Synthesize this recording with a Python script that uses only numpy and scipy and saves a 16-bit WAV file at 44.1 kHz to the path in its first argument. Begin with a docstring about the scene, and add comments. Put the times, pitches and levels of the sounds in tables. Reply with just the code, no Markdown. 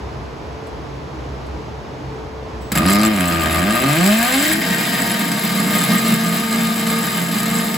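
"""Outdoors beside a vehicle: a cordless drill drives a hole saw into a steel side panel, a metre or two from a
phone. The teeth knock one by one while the spindle is slow, then skip and chatter at full speed. Tooth blows
excite the panel's damped modes; tearing metal and chips excite the saw cup; gear tones whine in ratio to the
spindle. A low machine rumble of coloured noise runs throughout; the background level drops once the drill is
under way."""
import sys
import numpy as np
from scipy import signal
from scipy.fft import rfft, irfft, next_fast_len
from scipy.io import wavfile
from scipy.ndimage import uniform_filter1d

SR = 44100
rng = np.random.default_rng(int(sys.argv[2]) if len(sys.argv) > 2 else 0)


def to_linear_factor(level_db):
    """Convert decibel levels (scalar or array-like) to linear amplitude factors."""
    exponent = np.asarray(level_db, float) / 20
    return 10 ** exponent


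def wav_record(signal):
    """Record a signal, one row per channel, as 16-bit PCM in the file named by sys.argv[1]."""
    frames = np.transpose(np.atleast_2d(signal))
    bounded = np.clip(frames, -1, 1)
    # unit amplitude maps onto the largest positive 16-bit level
    quanta = np.round(bounded * 32767).astype(np.int16)
    wavfile.write(sys.argv[1], SR, quanta)


N = 342657
TIME, SIZE = np.arange(N) / SR, next_fast_len(N + SR)
HZ = np.fft.rfftfreq(SIZE, 1 / SR) + 1e-3  # kept off zero for the logarithms and divisions
TEETH = 12
# the cup seats in its groove around this time
SEATS_S, SEAT_LENGTH_S = 5.38, 0.17


def unit(x):
    """Normalisation to an rms of 1."""
    return x / np.sqrt(np.mean(x ** 2))


def over_hz(table):
    """Spectral envelope: interpolates (pitch_hz, value) rows on a log-frequency axis."""
    hz, value = np.transpose(table)
    return np.interp(np.log(HZ), np.log(np.maximum(hz, 1)), value)


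def modes(table):
    """Modal superposition: sums damped resonators, neighbours in opposite phase."""
    response = 0
    for k, (hz, width_hz, level_db) in enumerate(table):
        damping = 1j * width_hz * HZ
        response = response + (-1) ** k * to_linear_factor(level_db) * damping / (hz ** 2 - HZ ** 2 + damping)
    return response


def through(x, response):
    """Linear filtering: multiplies the spectrum by a frequency response."""
    return irfft(rfft(x, SIZE) * response, SIZE)[..., :N]


def clicks(start_s, size):
    """Impulsive excitation: one weighted sample at each time."""
    return np.bincount(np.clip((start_s * SR).astype(int), 0, N - 1), size, N)


def decaying(x, decay_s):
    """Exponential relaxation: each input sample dies away with this time constant."""
    return signal.lfilter([1], [1, -np.exp(-1 / (decay_s * SR))], x)


def walk(rate):
    """Slow random modulation: normal levels held 1 / rate s, then smoothed twice."""
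    k = int(SR / rate)
    held = np.repeat(rng.standard_normal(N // k + 1), k)
    return uniform_filter1d(uniform_filter1d(held, k), k)[:N]


def bump(peak_s, before_s, after_s):
    """Bell envelope of height 1, with its own rise and fall."""
    return np.exp(-((TIME - peak_s) / np.where(TIME < peak_s, before_s, after_s)) ** 2)


# broad colour of the rumble: pitch_hz, relative level_db
RUMBLE_COLOUR = [(30, -11), (64, 1.5), (138, -4), (180, -5.5), (436, -6.5), (968, -9.5), (1380, -17),
                 (6000, -32), (8200, -40), (11000, -44), (16000, -52)]
# humps on that colour: pitch_hz, width_hz, level_db over the colour
HUMS = [(64.9, 4.2, 9.8), (78, 2.5, 1.3), (132.8, 4.4, 11.3), (439.8, 2, 14.7)]
# stereo width of the rumble: pitch_hz, side minus mid level_db
WIDTH = [(60, -17.5), (300, -7), (1300, -1), (3900, -4.5), (5500, 0), (6800, -33)]
# band that comes in uneven puffs: pitch_hz, width_hz, level_db under the rest of the rumble
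PUFF = [(307, 31, -16)]


def rumble():
    """Broadband noise: a running machine some way off, with a few humps and nearly mono bass."""
    level_db, sink_db, sink_from_s, sink_to_s = -29.5, -15.5, 2.8, 5.2
    left_minus_right_db, puff_swing_db = -0.6, 8.5
    colour = to_linear_factor(over_hz(RUMBLE_COLOUR)) * (1 + np.abs(modes(HUMS)))
    shapes = colour * np.array([HZ ** 0, to_linear_factor(over_hz(WIDTH))])
    mid, side = through(rng.standard_normal((2, N)), shapes)
    sinking_db = np.interp(TIME, (sink_from_s, sink_to_s), (0, sink_db))
    gain = to_linear_factor(level_db + sinking_db + 0.5 * walk(7.9)) / np.std(mid)
    puff_noise = unit(through(rng.standard_normal(N), modes(PUFF) ** 2))
    puffs = to_linear_factor(PUFF[0][2] + puff_swing_db * walk(9.0)) * puff_noise
    mid = mid + np.std(mid) * puffs
    pan = to_linear_factor(left_minus_right_db / 2)
    return gain * np.array([(mid + side) * pan, (mid - side) / pan])


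def knocks(table, response, decay_s):
    """Impact excitation: short noise bursts into a ringing body, each scaled to its peak."""
    burst = np.exp(-TIME / decay_s) * rng.standard_normal(N)
    blow = through(burst, response)[:SR // 4]
    start_s, peak_db = np.transpose(table)
    return signal.fftconvolve(clicks(start_s, to_linear_factor(peak_db)), blow / np.abs(blow).max())[:N]


# faint ticks before the drill starts: start_s, peak_db
TICKS = [(0.6679, -35), (1.4646, -40), (2.6174, -36)]


def ticks():
    """Impact noise: faint, short bursts with the colour of the cup's hiss."""
    return knocks(TICKS, to_linear_factor(over_hz(HISS)), 0.015)


# switching tones of the speed controller: pitch_hz, peak level_db before the throb
SWITCH = [(7830, -51), (15660, -57)]


def controller():
    """Amplitude modulation: the switching tones throb while the trigger is part pressed."""
    on_s, off_s = 2.608, 4.4
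    gate = (TIME > on_s) & (TIME < off_s)
    throb = to_linear_factor(1.4 * walk(26.0))
    return gate * throb * sum(to_linear_factor(db) * np.sin(2 * np.pi * hz * TIME) for hz, db in SWITCH)


# gear and motor tones: multiple of spindle speed, rms level_db before the cup seats, level_db after
WHINE = [(6.11, -41, -31), (7.96, -39, -26), (16.09, -41.5, -37), (24.26, -39, -38.5),
         (32.08, -38.5, -40.5)]


def whine(tooth_hz, speed, cutting):
    """Order-locked tones: gears and motor sound at fixed multiples of the wavering spindle speed."""
    waver_share, waver_db = 0.0068, 2.5
    turns = np.cumsum(tooth_hz * (1 + waver_share * walk(25))) / SR / TEETH
    out = np.zeros(N)
    for multiple, *levels_db in WHINE:
        level_db = np.interp(TIME, (SEATS_S, SEATS_S + 2 * SEAT_LENGTH_S), levels_db)
        out += to_linear_factor(level_db + waver_db * walk(9)) * np.sin(2 * np.pi * multiple * turns)
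    return np.sqrt(2) * out * speed ** 10 * cutting


# single teeth ping the cup: start_s, initial level_db, pitch_hz
PINGS = [(2.8826, -14, 7570), (2.9221, -14, 7585), (3.0145, -13, 7670), (3.0608, -9.5, 7600),
         (2.8617, -13, 11000), (3.2044, -18, 11190), (5.1156, -12, 11100), (5.3954, -17, 11150),
         (5.8484, -14, 10970), (4.1902, -17, 7850), (5.02, -10.5, 7920), (5.7874, -12, 7970),
         (5.9822, -13.5, 7660)]


def pings():
    """Free vibration: the struck cup rings in short decaying sines."""
    decay_s = 0.0032
    out, t = np.zeros(N + SR), TIME[:SR // 20]
    for start_s, level_db, pitch_hz in PINGS:
        ping = to_linear_factor(level_db) * np.exp(-t / decay_s) * np.sin(2 * np.pi * pitch_hz * t)
        out[int(start_s * SR):][:len(t)] += ping
    return out[:N]


# first blows as the slack is taken up: start_s, peak_db
CATCH = [(2.718, -8), (2.753, -7)]


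def first_blows():
    """Impulse response of the steel: noisy blows excite panel, hole edge and cup together."""
    steel = modes(PANEL) / 2 + modes(BOOM) * to_linear_factor(4.5) + 2 * modes(EDGE)
    steel = steel + modes(CUP) * to_linear_factor(-12.5) + to_linear_factor(over_hz(SCRAPE) - 11.0)
    return knocks(CATCH, steel, 0.0093)


# the spindle hunts and climbs: start_s, tooth_rate_hz
CLIMB = [(2.74, 55.98), (2.78, 60.2), (2.832, 84.28), (2.868, 93.73), (2.916, 100.1), (3.056, 109.7),
         (3.112, 107), (3.206, 89.43), (3.47, 77.58), (3.588, 83.82), (3.718, 111.9), (3.936, 152.8),
         (4.08, 204.1), (4.308, 254.6), (4.51, 315.5), (4.6, 327.7)]
# then runs at full speed: start_s, tooth_rate_hz
FULL = [(4.68, 345.), (5.45, 345.), (5.75, 341.), (7.77, 339.)]
# skipping grows with speed: tooth_rate_hz, share of teeth that skip (0-1)
SKIP_BY_RATE = [(260, .02), (305, .12), (322, .3), (331, .9)]


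def spindle():
    """Rotational kinematics: tooth rate, speed relative to the final speed, and share of skipping teeth."""
    tooth_hz = np.interp(TIME, *np.transpose(CLIMB + FULL))
    skip = np.interp(tooth_hz, *np.transpose(SKIP_BY_RATE))
    return tooth_hz, tooth_hz / tooth_hz[-1], skip


# uneven rim (run-out, tooth groups, alternate set): times a turn, swing_db (scaled by twice the skip share)
RIM = [(1, 0.5), (4, 1), (6, 1)]


def tooth_blows(tooth_hz, skip, cutting):
    """Periodic impact with jitter: one blow a tooth, and a decaying burst of tearing after each."""
    teeth = np.cumsum(tooth_hz * cutting) / SR
    k = np.arange(1, int(teeth[-1]))
    chance = rng.standard_normal((3, len(k)))
    slip = np.interp(k, teeth, skip)
    # a skipping saw lands off the beat, and the taller teeth take the load
    start_s = np.interp(k + (0.012 + 0.3 * slip) * chance[0], teeth, TIME)
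    rim_db = sum(db * np.cos(2 * np.pi * order * k / TEETH) for order, db in RIM)
    bite = to_linear_factor(2 * slip * rim_db + (1.5 + 0.8 * slip) * chance[1])
    bite = bite / np.sqrt(uniform_filter1d(bite ** 2, size=4 * TEETH))
    # a missed tooth lets the panel spring back, so the mean push fades
    blows = -clicks(start_s, bite - slip) / np.sqrt(tooth_hz)
    tear = decaying(clicks(start_s, bite * to_linear_factor(2.0 * chance[2])) / np.sqrt(tooth_hz), 0.0025)
    return unit(blows), tear


# low panel modes: pitch_hz, width_hz, relative level_db
BOOM = [(137.8, 5.9, 5), (172.6, 21.7, 4.5), (205.2, 32.4, 8), (235.7, 5.3, -4.5), (263, 11.3, 2.5),
        (332, 7, 3)]
# the whole panel sways under steady bites: pitch_hz, width_hz, relative level_db
SWAY = [(78.2, 6.3, 1), (262, 253, -4), (730, 1500, -23)]


def panel_boom(blows, skip, rub, noise):
    """Forced plate vibration: blows and rubbing drive the low modes, which radiate little in the deep bass."""
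    radiates_hz, seat_db = 118, -8.5
    force = blows + to_linear_factor(-6.0) * skip * rub * noise
    radiation = 1 + (radiates_hz / HZ) ** 8
    low, high = through(force, np.array([modes(BOOM[:4]), modes(BOOM[4:])]) / radiation)
    # the seated cup holds down the two highest low modes
    seated = to_linear_factor(seat_db * np.clip((TIME - SEATS_S) / SEAT_LENGTH_S + 0.5, 0, 1))
    sway = through((1 - skip) ** 2 * blows, modes(SWAY))
    return unit(low + seated * high + sway)


def cutting_grit(blows, tear, rub, skip, speed, noise):
    """Contact-time low-pass: lasting blows lose treble; tearing and rubbing noise add to them."""
    contact_s, clean_db, soften_db = 0.00036, 20.5, -6.5
    steady_rub_db, steady_tear_db, hiss_from_hz = 8, 2.5, 900
    # steady bites are cleaner blows than skipping ones; all soften as the saw speeds up
    contact = to_linear_factor(clean_db * (1 - skip)) * decaying(blows, contact_s) / (contact_s * SR)
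    tearing = to_linear_factor(9.0 - steady_tear_db * (1 - skip)) * unit(tear * noise[0])
    rubbing = to_linear_factor(11.0 - steady_rub_db * (1 - skip)) * rub * noise[1]
    rough = tearing + rubbing
    # under steady bites the tearing and rubbing keep mostly to the treble
    deep = through(rough, 1 / (1 + (HZ / hiss_from_hz) ** 4))
    return to_linear_factor(soften_db * speed) * contact + rough - 0.7 * (1 - skip) * deep


# upper panel modes: pitch_hz, width_hz, relative level_db
PANEL = [(379.8, 9.7, 1), (534, 16, -5), (632.5, 29, 0.5), (709, 24.5, 1), (805, 11, -11), (912.3, 8.4, -1),
         (1660, 51, -4), (1860, 13.3, 9), (2131, 11.8, 5), (2445, 23, 2), (2725, 12.5, -2), (3525, 22, 0.5),
         (3947, 30, -6), (4880, 17.5, 4)]
# broad colour between the panel modes: pitch_hz, relative level_db per Hz
SCRAPE = [(300, -4.5), (600, 3.5), (1000, -2.5), (1500, 4.5), (2500, 0.5), (4500, -0.5), (6200, -8),
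          (9000, -8.5)]
# slow teeth rasp through a wide band: pitch_hz, width_hz, level_db over the feed, before the speed fade
RASP = [(2530, 470, -5.5)]
# one panel mode sings as the speed settles: pitch_hz, width_hz, level_db over the feed at its peak
SING = [(1869, 41, -4)]


def panel_scrape(grit, speed):
    """Modal density: distinct upper modes stand over the diffuse ring of the sheet's many small ones."""
    sheet_t60_s, sheet_db = 0.13, -0.5
    tail = rng.standard_normal(SR // 2) * to_linear_factor(-60 * TIME[:SR // 2] / sheet_t60_s)
    sheet = rfft(unit(tail), SIZE) / np.sqrt(SR // 2)
    panel = modes(PANEL) + to_linear_factor(over_hz(SCRAPE) - 10.0) * (1 + to_linear_factor(sheet_db) * sheet)
    rasp = to_linear_factor(RASP[0][2]) * np.clip(1 - speed, 0, 1) * unit(through(grit, modes(RASP)))
    sing = to_linear_factor(SING[0][2]) * bump(4.666, 0.4, 0.64) * unit(through(grit, modes(SING)))
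    return unit(through(grit, panel)) + rasp + sing


# the cut edge of the hole rings: pitch_hz, width_hz, relative level_db
EDGE = [(1130, 18, -6.5), (1206, 16.8, 3.5), (1236.4, 24, 3), (1320, 20, -1)]


def hole_edge(grit):
    """Free-edge resonance: the grit excites the rim of the cut."""
    return unit(through(grit, modes(EDGE)))


# the first bite screeches through a wide band: pitch_hz, width_hz, relative level_db
SCREECH_BAND = [(4040, 360, -5), (5040, 460, 5)]


def screech(grit):
    """Resonant band-pass: the grit sounds through a wide band and fades during the first bite."""
    on_s, off_s, edge_s, level_db, db_per_s = 2.855, 3.065, 0.0088, -24.5, -19
    held = np.clip(np.minimum(TIME - on_s, off_s - TIME) / edge_s, 0, 1)
    return held * to_linear_factor(level_db + db_per_s * (TIME - on_s)) * unit(through(grit, modes(SCREECH_BAND)))


# saw cup modes: pitch_hz, width_hz, relative level_db
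CUP = [(7510, 390, -2), (8028, 113, 14), (7988, 320, 9.5), (10985, 81, 9), (11400, 240, 1.5),
       (12700, 1200, -1.5), (14750, 210, 5.5)]
# broad colour between the cup modes: pitch_hz, relative level_db per Hz
HISS = [(4000, -0.5), (6200, -12.5), (8000, 2.5), (12500, -8), (16000, -27)]


def cup_ring(tear, rub, noise):
    """Random excitation of shell modes: each family is struck by its own chips, 900 a second on average."""
    strength = to_linear_factor(5.74 * np.minimum(rng.exponential(size=(3, N)), 5))
    chips = (rng.random((3, N)) < 900 / SR) * strength * np.sign(noise[2])
    fizz = unit(tear * noise[1]) + rub * (to_linear_factor(-6.0) * noise[0] + to_linear_factor(3.5) * unit(chips))
    families = np.array([modes(CUP[:3]) + to_linear_factor(over_hz(HISS) - 8), -modes(CUP[3:5]), modes(CUP[5:])])
    return unit(through(fizz, families).sum(axis=0))


# the hand: start_s, feed level_db (sets the cutting), sideways lean level_db (flexes the panel)
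HAND = [(2.741, -28, -22), (2.8, -25.5, -20.5), (3.061, -24.5, -19.5), (3.12, -26, -23), (3.45, -25, -25.5),
        (3.75, -23, -23), (3.87, -22, -20), (4.08, -19, -21.5), (4.2, -19.5, -22.5), (4.35, -17.5, -21.5),
        (4.46, -18.5, -22), (4.6, -24, -17), (4.8, -24, -21), (5.5, -27, -21.5), (5.65, -25, -17),
        (6.12, -25, -18), (6.4, -27, -22.5), (7.77, -28, -20.5)]
# the saw grabs (+) or slips free (-): peak_s, swing of the cup ring swing_db, length_s to either side
GRABS = [(2.778, 12.5, 0.014), (2.913, 9.5, 0.042), (3.042, 10.5, 0.021), (3.762, 4.5, 0.024),
         (4.601, -1, 0.36), (6.201, -5, 0.029)]


def drill():
    """Source superposition: hand force sets the levels of boom, edge, scrape and ring; whine is added."""
    start_s, *columns = np.transpose(HAND)
    feed_db, lean_db = (np.interp(TIME, start_s, column) for column in columns)
    grab_db = sum(db * bump(peak_s, length_s, length_s) for peak_s, db, length_s in GRABS)
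    # each part takes its own share of a grab; the boom answers only the slips
    boom_db = lean_db + 0.97 * np.minimum(grab_db, 0)
    scrape_db = feed_db + 0.38 * grab_db
    # the ring gains 1.22 dB a second as the cup sinks in
    ring_db = feed_db + grab_db - 7 + 1.22 * (TIME - start_s[0])
    # the edge is choked while the saw runs up to full speed
    edge_db = feed_db + 0.49 * grab_db - 4.5 - 9 * bump(4.37, 0.38, 0.99)

    cutting = TIME > start_s[0]
    tooth_hz, speed, skip = spindle()
    blows, tear = tooth_blows(tooth_hz, skip, cutting)
    noise = rng.standard_normal((3, N))
    rub = cutting * to_linear_factor(2.3 * walk(22) + 2.0 * walk(60))
    grit = cutting_grit(blows, tear, rub, skip, speed, noise)

    boom = to_linear_factor(boom_db) * panel_boom(blows, skip, rub, noise[0])
    edge = to_linear_factor(edge_db) * hole_edge(grit)
    scrape = to_linear_factor(scrape_db) * panel_scrape(grit, speed)
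    ring = to_linear_factor(ring_db) * cup_ring(tear, rub, noise)
    return boom + edge + scrape + ring + screech(grit) + whine(tooth_hz, speed, cutting)


# drill at the two microphone ports: pitch_hz, left minus right level_db of the direct sound
BALANCE = [(100, -.5), (380, -2.6), (2400, 2.2), (4400, 2.), (6500, 0.)]
# scattered sound of the drill: pitch_hz, scattered over direct level_db
SCATTER = [(100, -20.), (210, -18.), (320, -9.), (700, -5.), (1200, -3.), (3000, -5.), (3900, -7.),
           (5500, -5.), (6800, -30.)]


def ports(x):
    """Decorrelation by scattering: echoes off ground, panel and trees pull the two ports apart."""
    half = to_linear_factor(over_hz(BALANCE) / 2)
    tail = rng.standard_normal(SR // 2) * to_linear_factor(-60 * TIME[:SR // 2] / 0.25)  # t60 0.25 s
    apart = to_linear_factor(over_hz(SCATTER)) * rfft(tail / np.sqrt(np.sum(tail ** 2)), SIZE)
    return through(x, np.array([half * (1 + apart), (1 - apart) / half]))


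def scene():
    """Linear superposition: drill, first blows, controller, pings and ticks at the phone, over the rumble."""
    near = drill() + first_blows() + ticks() + controller() + pings()
    return ports(near) + rumble()


def top_cut(x):
    """Nothing passes above the cut-off."""
    return signal.sosfilt(signal.butter(12, 16690, fs=SR, output="sos"), x)


def record(dry):
    """Group delay, band limits and saturation: left treble lags, deep bass and top are cut, peaks are rounded."""
    lag_from_hz, lag_s = 6850, 0.000227  # lag of left behind right
    turn = np.exp(-1j * np.pi * lag_s * np.maximum(HZ - lag_from_hz, 0))
    x = through(dry, np.array([turn, 1 / turn]))
    x = signal.sosfilt(signal.butter(6, 50, "high", fs=SR, output="sos"), x)
    x = signal.sosfilt(signal.ellip(8, 0.2, 40, 15900, fs=SR, output="sos"), x)
    x = np.tanh(1.1 * x) / 1.1
    return top_cut(x)


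dry = scene()
out = record(dry)
wav_record(out)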